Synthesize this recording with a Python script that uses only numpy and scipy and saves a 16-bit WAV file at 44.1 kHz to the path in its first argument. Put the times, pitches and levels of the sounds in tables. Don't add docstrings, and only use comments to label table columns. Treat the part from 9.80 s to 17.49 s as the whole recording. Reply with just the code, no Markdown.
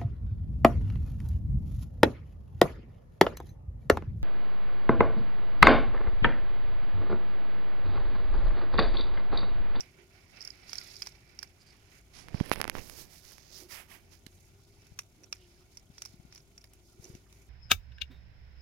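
import sys
import numpy as np
from scipy import signal
from scipy.fft import rfft, irfft, next_fast_len
from scipy.io import wavfile
from scipy.ndimage import uniform_filter1d

SR = 44100
rng = np.random.default_rng(int(sys.argv[2]) if len(sys.argv) > 2 else 0)


def persist_wave(psi):
    counts = np.round(np.clip(psi, -1, 1) * 32767).astype(np.int16)
    wavfile.write(sys.argv[1], SR, np.atleast_2d(counts).T)


N = 339129
TIME = np.arange(N) / SR

# start_s, nominal_peak_db, snap_hz, body_re_snap_db, splinters_re_snap_db
CRACK_EVENTS = [(0.0054, -27.5, 5480, -13, -17), (0.57, -47.5, 4970, -9, -23.5),
                (0.606, -37, 5130, -24, -21), (0.615, -35, 5300, -27, -19), (0.624, -37, 5100, -30, -12),
                (0.6491, -31, 5360, -25, -10.5), (0.6739, -29.5, 5130, -16, -16),
                (0.703, -35, 4800, -27, -25), (0.8934, -37, 4870, -8.5, -27.5),
                (0.9305, -27, 5200, -8, -14), (0.954, -32.5, 5470, -11, -9), (0.9819, -24, 4940, -20, -21),
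                (1.013, -40, 4660, -5, -13), (1.1557, -43, 4960, -27, -24),
                (1.165, -37.5, 4970, -29, -24.5), (1.2201, -24.5, 5120, -10.5, -11.5),
                (1.227, -38.5, 5430, -6, -15.5), (1.262, -40.5, 4730, -5.5, -5),
                (1.2696, -32, 5400, -5, -8), (1.5892, -32.5, 5080, -13, -14.5),
                (1.6282, -30.5, 5180, -8, -5), (5.0185, -54, 5460, -8, -12), (5.0678, -55.5, 5900, 0, 1),
                (5.189, -27, 5770, -3.5, -3.5), (5.4342, -47, 5800, -7, -9),
                (5.44, -43.5, 5810, -12.5, -13), (5.526, -26, 5350, -4, -11.5),
                (5.971, -37, 5370, -13, -10), (6.1806, -40, 5350, -5.5, -23), (6.2196, -30, 5770, -6.5, -6),
                (6.251, -35.5, 5600, -13, -8), (6.257, -35.5, 5240, -10.5, -8),
                (6.5241, -43.5, 5600, -4, -15), (6.548, -48, 5800, -8, 2.5), (6.558, -41.5, 5150, -11, -17),
                (6.577, -46.5, 5840, -5, -7), (6.778, -40, 5500, -11, -12), (6.841, -46.5, 4970, -2, -2),
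                (6.934, -58, 5900, -1, 12.5), (7.242, -40, 5900, -16, -8), (7.2516, -44.5, 6140, -9, -13.5),
                (7.35, -49, 6000, -0.5, -4), (7.526, -53, 5750, 1, 0)]
# time_s, level_db
FINGER_PRESSURE = [(2.3, -68.5), (2.53, -54), (2.62, -50), (2.74, -49), (2.8, -45.5), (2.92, -50.5),
                   (2.985, -40.5), (3.03, -57.5), (3.22, -58), (3.38, -77), (3.82, -72), (4.39, -71)]
# freq_hz, gain_db
SCRAPE_COLOUR = [(100, 3.5), (600, -16.5), (2300, 1.5), (3500, -4.5), (6000, -10), (8500, -19), (11000, -2),
                 (13500, -19)]
ROLL_START_S, ROLL_END_S = 2.61, 2.95


def from_db(db):
    return 10 ** (np.asarray(db) / 20)


def rms_one(x):
    return x / np.sqrt(np.mean(x ** 2) + 1e-20)


def in_time(rows):
    times_s, *columns = np.transpose(rows)
    return [np.interp(TIME, times_s, column) for column in columns]


def during(start_s, end_s):
    corners_s = [start_s - .03, start_s + .02, end_s - .02, end_s + .03]
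    return np.interp(TIME, corners_s, [0, 1, 1, 0])


def swell(start_s, length_s, attack_s, release_s):
    since_s = TIME - start_s
    decay = np.exp(-np.clip((since_s - length_s) / release_s, 0, 30))
    return np.clip(since_s / attack_s, 0, 1) * decay


def together(gains):
    return np.sqrt(sum(gain ** 2 for gain in gains))


def pan(left_re_right_db):
    gains = from_db([[left_re_right_db / 2], [-left_re_right_db / 2]])
    return gains / gains.mean()


def add(out, start_s, sound):
    start = max(round(start_s * SR), 0)
    out[:, start:start + sound.shape[-1]] += sound[..., :max(N - start, 0)]


def colour(x, spectrum):
    size = 2 * next_fast_len(x.shape[-1] // 2 + 512)
    hz, db = np.transpose(spectrum)
    bins_hz = np.fft.rfftfreq(size, 1 / SR)
    log_gain = np.log(from_db(np.interp(np.log(bins_hz + 1), np.log(hz), db)))
    cepstrum = irfft(log_gain)[:size // 2]
    cepstrum[1:] *= 2
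    return irfft(rfft(x, size) * np.exp(rfft(cepstrum, size)))[..., :x.shape[-1]]


def resonance(x, hz, width_hz):
    r = np.exp(-np.pi * width_hz / SR)
    zeros = np.array([1, 0, -1]) * (1 - r * r) / 2
    poles = [1, -2 * r * np.cos(2 * np.pi * hz / SR), r * r]
    return signal.lfilter(zeros, poles, x)


def drift(rate_hz):
    knots = rng.standard_normal(int(N / SR * rate_hz) + 2)
    return np.interp(TIME * rate_hz, np.arange(len(knots)), knots)


def noise(spectrum, alike, grain_db=0., grain_rate_hz=300):
    shared = np.sqrt(alike) * rng.standard_normal(N)
    white = shared + np.sqrt(1 - alike) * rng.standard_normal((2, N))
    grains = from_db(grain_db * drift(grain_rate_hz))
    grains /= np.sqrt(uniform_filter1d(grains ** 2, size=2200))
    return rms_one(colour(white * grains, spectrum))


def crunching():
    # freq_hz, gain_db
    body_colour = [(200, -45), (550, -5.5), (1450, -3), (1950, -1), (2550, 6), (3150, -4), (3600, 1.5),
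                   (4050, -4.5), (4700, -1), (8000, -19.5)]
    # freq_hz, gain_db
    splinter_colour = [(4000, -38), (6800, 13), (7800, 19), (10600, 27), (13000, 23), (15200, 25)]
    # freq_hz, gain_db
    hollow_colour = [(3900, -12), (4650, 4), (4880, 4), (5080, 6), (5300, 2.5), (5600, 7), (5850, 4.5),
                     (6350, -6.5), (6900, 6), (8000, -7)]
    crest_db = 19.5
    snap_pan_db = -2
    right_delay_s = 3.5e-5
    out = np.zeros((2, N))
    for start_s, peak_db, hz, body_db, splinter_db in list(CRACK_EVENTS) + crumbs():
        run_s = 0.002 * from_db(0.07 * (peak_db + 45.0))
        crack = fracture(run_s, echo_db=4.0, echo_s=0.0017, fence_db=-7.5, fence_s=0.008)
        ringing = resonance(resonance(crack, hz, 900), hz, 1800)
        snap = rms_one(colour(ringing, hollow_colour)) * pan(feeding_side(start_s) + snap_pan_db)
        body_modes = np.array(body_colour) * [hz / 5650, 1]
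        body = rms_one(colour(crack, body_modes)) * from_db(body_db) * pan(-3.3)
        spray = colour(crack * np.exp(-TIME[:crack.shape[1]] / 0.024), splinter_colour)
        splinters = rms_one(spray) * from_db(splinter_db) * pan(-11.0)
        add(out, start_s, from_db(peak_db - crest_db) * (snap + body + splinters))
    left, right = out
    return np.array([left, np.interp(TIME - right_delay_s, TIME, right)])


def crumbs():
    delay_scale_s, re_bite_db, top_db = .018, -12.5, -54
    chance = rng.random((len(CRACK_EVENTS), 3, 2))
    rows = []
    for (start_s, peak_db, *colouring), pieces in zip(CRACK_EVENTS, chance):
        for late, weak in pieces:
            delay_s = -delay_scale_s * np.log(1 - late * .95)
            crumb_db = min(peak_db + re_bite_db, top_db) - 6 * weak
            rows.append((start_s + delay_s, crumb_db, *colouring))
    return rows


def fracture(run_s, echo_db, echo_s, fence_db, fence_s):
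    t = TIME[:4096]
    steps = rng.standard_normal(len(t)) * from_db(rng.normal(0, 5, len(t)))
    steps *= np.exp(-(t / run_s) ** 4)
    bowl, fence = rng.standard_normal((2, 2, len(t))) * (1 - np.exp(-t / run_s))
    bowl = from_db(echo_db) * rms_one(bowl * np.exp(-t / echo_s))
    fence = from_db(fence_db) * rms_one(fence * np.exp(-t / fence_s))
    return rms_one(steps) + bowl + fence


def feeding_side(time_s):
    early_db, late_db = -10, -4.5
    return np.interp(time_s, [FINGER_PRESSURE[0][0], FINGER_PRESSURE[-1][0]], [early_db, late_db])


def knocks():
    # start_s, ring_hz, level_db
    bowl_hits = [(1.6299, 1640, -35), (5.191, 1330, -35.5), (5.1916, 2506, -32)]
    ring_decay_s = 0.0012
    out = np.zeros((2, N))
    t = TIME[:1024]
    for start_s, hz, db in bowl_hits:
        ring = np.sin(2 * np.pi * hz * t) * np.exp(-t / ring_decay_s)
        add(out, start_s, from_db(db) * ring * pan(-2))
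    return out


def feeding():
    # time_s, level_db
    chewing_level = [(0.02, -58.5), (0.25, -68.5), (0.65, -59.5), (1.1, -66), (1.42, -67.5), (2.2, -69.5),
                     (4.6, -75), (7.66, -75.5)]
    # start_s, length_s, rustle_db, chew_re_rustle_db, hiss_re_rustle_db
    rootings = [(0.47, 0.89, -69, -14, -6), (0.862, 0.28, -55, -5, -5.5), (1.136, 0.14, -58.5, -9, -3),
                (2.094, 0.095, -71, 6, 3.5), (2.53, 0.084, -57, -16.5, -13), (4.484, 0.19, -82, -4, 12),
                (4.77, 0.36, -75, -16.5, -5.5), (5.546, 0.27, -71.5, -4, -9), (5.894, 0.058, -69, -7, -3),
                (6.126, 0.21, -67, -6.5, -4), (6.503, 0.064, -64, -6, -11), (7.022, 0.12, -71.5, -21, -0.5),
                (7.192, 0.12, -66, -3, 1.5), (7.32, 0.058, -69, -7, -3), (7.48, 0.16, -79.5, 7, 7)]
    # freq_hz, gain_db
    chew_colour = [(450, -0.5), (1450, -4.5), (1700, -0.5), (2200, 8), (3200, -7), (5500, -15), (9000, -52)]
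    rustle_colour = [(2000, -22), (3400, -0.5), (4200, 4.5), (5400, 9.5), (6200, -3), (7000, -29),
                     (8500, -26)]
    hiss_colour = [(4000, -25), (6500, -2), (8000, -14.5), (10900, -9), (13200, -13), (16000, -22)]
    root_attack_s, root_release_s = 0.03, 0.025
    munch_spread_db, munch_rate_hz = 3.5, 14
    stir_db, stir_follows, still_hiss_db = -66.5, 0.69, -74.5
    grind_chew_db, grind_rustle_db, grind_hiss_db = -39, -48, -39

    chew_db, = in_time(chewing_level)
    grind = grinding()
    munch_db = munch_spread_db * drift(munch_rate_hz)
    stir = from_db(stir_db + stir_follows * (chew_db - chew_db.max()) + munch_db)
    chew_gains = [from_db(chew_db + munch_db), grind * from_db(grind_chew_db)]
    rustle_gains = [stir, grind * from_db(grind_rustle_db)]
    hiss_gains = [from_db(still_hiss_db), grind * from_db(grind_hiss_db)]
    for start_s, length_s, rustle_db, chew_re_db, hiss_re_db in rootings:
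        push = from_db(rustle_db) * swell(start_s, length_s, root_attack_s, root_release_s)
        chew_gains.append(push * from_db(chew_re_db))
        rustle_gains.append(push)
        hiss_gains.append(push * from_db(hiss_re_db))

    chew = nook(noise(chew_colour, alike=0.031, grain_db=2.0, grain_rate_hz=110))
    chew = together(chew_gains) * chew
    rustle = together(rustle_gains) * noise(rustle_colour, alike=0.099, grain_db=2.5, grain_rate_hz=220)
    hiss = together(hiss_gains) * noise(hiss_colour, alike=0.044, grain_db=3.0, grain_rate_hz=160)
    left_db = feeding_side(TIME)
    side = from_db([left_db / 2, -left_db / 2])
    return (chew + rustle) * side / side.mean(0) + hiss * pan(-9.0)


def grinding():
    spread_s = 0.018
    power = np.zeros((1, N))
    hump = np.hanning(int(4 * spread_s * SR)) ** 2
    for start_s, peak_db, *_ in CRACK_EVENTS:
        skipped = max(round((spread_s - start_s) * SR), 0)
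        add(power, start_s - spread_s, from_db(2 * peak_db) * hump[skipped:])
    return np.sqrt(power[0])


def nook(x):
    # freq_hz, width_hz, mean_gain_db
    ring_modes = [(726, 96, -6), (1435, 93, 4), (2326, 42, -2), (2657, 44, 2.5), (3010, 86, 0),
                  (5330, 260, -8), (5740, 160, -3)]
    waver_db, waver_rate_hz = 4, 16
    ringing = 0
    for hz, width_hz, db in ring_modes:
        ringing = ringing + from_db(db + waver_db * drift(waver_rate_hz)) * resonance(x, hz, width_hz)
    return rms_one(x + ringing)


def swishes():
    # middle_s, half_length_s, centre_hz, level_db
    body_swishes = [(0.202, 0.091, 360, -61.5), (1.814, 0.027, 4800, -63), (1.892, 0.045, 4760, -61),
                    (3.831, 0.088, 338, -58.5), (5.433, 0.076, 320, -61), (5.625, 0.07, 2900, -69),
                    (7.278, 0.17, 358, -58.5)]
    smacks_per_s, smack_half_s, smack_db = 13, 0.016, -77
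    low_hz, high_hz = 606, 6200
    out = np.zeros((2, N))
    for middle_s, half_s, hz, db in body_swishes:
        add(out, middle_s - half_s, from_db(db) * brush(half_s, hz) * pan(-7.0))
    for when, pitch, size in rng.random((int(smacks_per_s * N / SR), 3)):
        hz = low_hz * (high_hz / low_hz) ** pitch
        scale = .5 + size
        smack = scale * brush(smack_half_s * scale, hz)
        add(out, when * N / SR, from_db(smack_db) * smack * pan(-11))
    return out


def brush(half_s, hz):
    hump = np.hanning(int(2 * half_s * SR))
    grain_db = np.repeat(rng.normal(0, 3, len(hump) // 256 + 1), 256)[:len(hump)]
    grains = rng.standard_normal(len(hump)) * from_db(grain_db)
    narrow = resonance(grains, hz, 0.087 * hz)
    return rms_one(resonance(narrow, hz, 2.9 * hz)) * hump


def finger_rub():
    # start_s, length_s, hiss_db, friction_re_hiss_db, sizzle_re_hiss_db
    glides = [(0.16, 0.048, -73, 9, -17), (1.765, 0.41, -74, 1, -20), (2.322, 0.087, -54.5, -6, -6.5),
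              (2.532, 0.084, -65, 7, -20), (2.619, 0.176, -57, 1, 0.5), (2.917, 0.27, -59, -28, 1),
              (3.153, 0.061, -52.5, -21, 1), (3.28, 0.11, -61, -19, 0), (3.412, 0.12, -58, -9.5, -4),
              (3.53, 0.24, -63, -7.5, -14), (3.695, 0.079, -52.5, -23, -15),
              (3.749, 0.07, -56.5, -11, -0.5), (3.882, 0.062, -51, -3, 0), (3.914, 0.089, -65, 13, 10.5),
              (4.075, 0.076, -64.5, 8, 5.5), (4.301, 0.031, -58.5, -5, -5.5)]
    # start_s, length_s, level_db
    scrapes = [(2.719, 0.02, -37)]
    # freq_hz, gain_db
    rumble_colour = [(25, 5.5), (110, 0), (200, -4), (330, -5), (600, -9), (1200, -20), (3000, -51)]
    friction_colour = [(300, -24), (700, 2), (1300, 1), (2200, 7.5), (3200, 1), (5000, -25), (10000, -39)]
    skin_colour = [(2000, -13), (3500, 2), (5200, 11.5), (6500, 7.5), (8200, -8.5), (11000, -6.5)]
    sizzle_colour = [(6500, 1.4), (10800, 6), (13000, 6.4), (15600, 0.5)]
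    glide_attack_s, glide_release_s, glide_rumble_re_hiss_db = 0.037, 0.029, -11.5
    press_friction_db, press_hiss_db, press_sizzle_db = -9, -13.5, -21
    catch_spread_db, catch_rate_hz = 3, 82
    stuck_from_s, stuck_to_s, stuck_db = 2.815, 2.945, -4
    sizzle_grain = 1.5

    pressure_db, = in_time(FINGER_PRESSURE)
    pressure = from_db(pressure_db) * during(FINGER_PRESSURE[0][0], FINGER_PRESSURE[-1][0])
    grain_db = np.interp(pressure_db, [-57, -49], [1.5, 6])
    rumble_gains = [pressure]
    friction_gains = [pressure * from_db(press_friction_db)]
    hiss_gains = [pressure * from_db(press_hiss_db)]
    sizzle_gains = [pressure * from_db(press_sizzle_db)]
    for start_s, length_s, hiss_db, friction_re_db, sizzle_re_db in glides:
        glide = from_db(hiss_db) * swell(start_s, length_s, glide_attack_s, glide_release_s)
        rumble_gains.append(glide * from_db(glide_rumble_re_hiss_db))
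        friction_gains.append(glide * from_db(friction_re_db))
        hiss_gains.append(glide)
        sizzle_gains.append(glide * from_db(sizzle_re_db))

    rumble = noise(rumble_colour, alike=0.56, grain_db=2.5, grain_rate_hz=460) * pan(-53)
    rumble *= together(rumble_gains)
    friction = noise(friction_colour, alike=0.029, grain_db=grain_db, grain_rate_hz=500) * pan(-22.5)
    friction *= together(friction_gains)
    friction *= from_db(catch_spread_db * during(ROLL_START_S, ROLL_END_S) * drift(catch_rate_hz))
    hiss = noise(skin_colour, alike=0.44, grain_db=2.5, grain_rate_hz=430) * pan(-19.5)
    hiss *= together(hiss_gains)
    sizzle = noise(sizzle_colour, alike=0.14, grain_db=sizzle_grain * grain_db, grain_rate_hz=1300)
    sizzle *= together(sizzle_gains) * pan(-29.5)
    out = rumble + friction + shaded(hiss + sizzle)
    out *= from_db(stuck_db * during(stuck_from_s, stuck_to_s))

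    grit = noise(SCRAPE_COLOUR, alike=0.06, grain_db=4.0, grain_rate_hz=1400) * pan(-38)
    for start_s, length_s, db in scrapes:
        out += from_db(db) * grit * np.exp(-(2 * (TIME - start_s) / length_s - 1) ** 4)
    return out


def shaded(x):
    share = np.interp(TIME, [ROLL_START_S, ROLL_END_S], [0.95, 0])
    dull = signal.sosfilt(signal.butter(10, 11500, fs=SR, output="sos"), x)
    return np.sqrt(share) * dull + np.sqrt(1 - share) * x


def finger_slips():
    # start_s, energy_db, softness_hz (low-pass poles lie at 1.5 and 4.3 times this)
    slip_events = [(2.4851, -24.5, 1030), (2.5443, -17, 198), (2.602, -18, 605), (2.661, -28, 6000),
                   (2.696, -24, 6000), (2.7161, 2, 400), (2.734, -13, 1114), (2.759, -18.5, 1310),
                   (2.8008, -14.5, 300), (2.804, -14, 600), (2.815, -5, 2820), (2.829, -21, 700),
                   (2.8425, -10, 1060), (2.853, -15.5, 296), (2.8786, -15.5, 1520), (2.8802, -16, 300),
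                   (2.898, -6.5, 2750), (2.9526, -12.5, 350), (2.967, -21.5, 353), (3.075, -33, 14000),
                   (3.0977, -22, 4570), (3.52, -32.5, 14000), (3.5821, -30.5, 2520)]
    port_colour = [(600, 4.5), (2200, 9.0), (3500, 3.5), (5500, 6.5),
                   (8200, -2.0), (11000, 14.5), (15000, -5)]
    rumble_cut = signal.butter(1, 130, "high", fs=SR, output="sos")
    out = np.zeros((2, N))
    t = TIME[:1024]
    for start_s, energy_db, softness_hz in slip_events:
        spike = from_db(-27) * rng.standard_normal(len(t)) * np.exp(-t / 0.001)
        spike[0] = 1
        for ratio in (1.5, 4.3):
            pole = np.exp(-2 * np.pi * ratio * softness_hz / SR)
            spike = signal.lfilter([1], [1, -pole], spike)
        spike = colour(signal.sosfilt(rumble_cut, spike), port_colour)
        spike = spike / np.linalg.norm(spike) * rng.choice([-1, 1])
        add(out, start_s, spike * from_db(energy_db) * pan(-42.5))
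    return out


def bumps():
    # middle_s, swing_hz, left_db, right_db
    bump_events = [(2.548, 108.5, -48, -19), (2.611, 140, -45, -13), (2.6115, 334, -58, -24),
                   (2.983, 99.5, -94.0, -32.5), (4.468, 180, -45, -40.5), (5.122, 97, -41, -57),
                   (6.103, 122, -42.5, -51), (6.343, 139, -42, -52), (6.4, 121, -42, -59),
                   (6.453, 141, -41.5, -54), (7.199, 97.5, -39.5, -52), (7.302, 106, -38, -46),
                   (7.343, 70, -43, -47), (7.353, 169, -38, -48)]
    out = np.zeros((2, N))
    t = TIME[:2048] - TIME[1024]
    for middle_s, hz, left_db, right_db in bump_events:
        phase = 2 * np.pi * hz * t
        scuff = from_db(-28.5) * rms_one(resonance(rng.standard_normal(len(t)), 450, 510))
        swing = (phase + scuff) * np.exp((1 - phase ** 2) / 2)
        add(out, middle_s + t[0], from_db([[left_db], [right_db]]) * swing)
    return out


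def case_tick():
    start_s, level_db = 4.4645, -60
    out = np.zeros((2, N))
    crack = fracture(0.0044, echo_db=-7, echo_s=0.0018, fence_db=-10, fence_s=0.014)
    tick = rms_one(colour(crack, SCRAPE_COLOUR[1:]) + resonance(crack, 3900, 2000))
    add(out, start_s, from_db(level_db) * tick * pan(-22))
    return out


def garden():
    # freq_hz, gain_db
    murmur_colour = [(20, -13), (36, -0.5), (54, -4.5), (100, 1), (175, -7), (300, -12), (400, -12),
                     (470, -22), (700, -19), (1300, -35.5), (2800, -43)]
    air_colour = [(700, 2), (1450, -2.5), (1800, -15), (2400, -8), (3400, 1), (5600, -8.5), (8000, -9),
                  (15500, -13)]
    # pitch_hz, width_hz, mean_level_db
    hums = [(56.5, 3.1, -68), (360.7, 16.05, -78), (396.7, 9, -79)]
    # time_s, pitch_hz, level_db
    hum_swell = [(3.8, 87.5, -75.5), (4.58, 91.7, -63.5), (5.2, 98.5, -67), (5.8, 99.3, -76)]
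    murmur_db, air_db = -63, -73.0
    murmur = from_db(murmur_db) * noise(murmur_colour, alike=0.79) * pan(1.0)
    drones = 0
    for hz, width_hz, db in hums:
        drones = drones + from_db(db + 4.04 * drift(5.5)) * tone(hz, width_hz / 2)
    swell_hz, swell_db = in_time(hum_swell)
    swelling_hum = from_db(swell_db) * tone(swell_hz, wander_hz=1.15)
    air = nook(noise(air_colour, alike=0.0092, grain_db=10.0, grain_rate_hz=34))
    return murmur + (drones + swelling_hum) * pan(2.7) + from_db(air_db) * air * pan(2.4)


def tone(hz, wander_hz):
    pitch_hz = hz + wander_hz * drift(14)
    return np.sqrt(2) * np.sin(2 * np.pi * np.cumsum(pitch_hz) / SR)


def scene():
    # freq_hz, gain_db
    left_port_colour = [(6500, 0), (9000, 9), (11500, -1.5)]
    left, right = crunching() + knocks() + feeding() + swishes()
    animals = np.array([colour(left, left_port_colour), right])
    hand = finger_rub() + finger_slips() + bumps() + case_tick()
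    return animals + hand + garden()


def record(dry):
    cutoff_hz = 15850
    return signal.sosfilt(signal.ellip(10, .2, 80, cutoff_hz, fs=SR, output="sos"), dry)


dry = scene()
out = record(dry)
persist_wave(out)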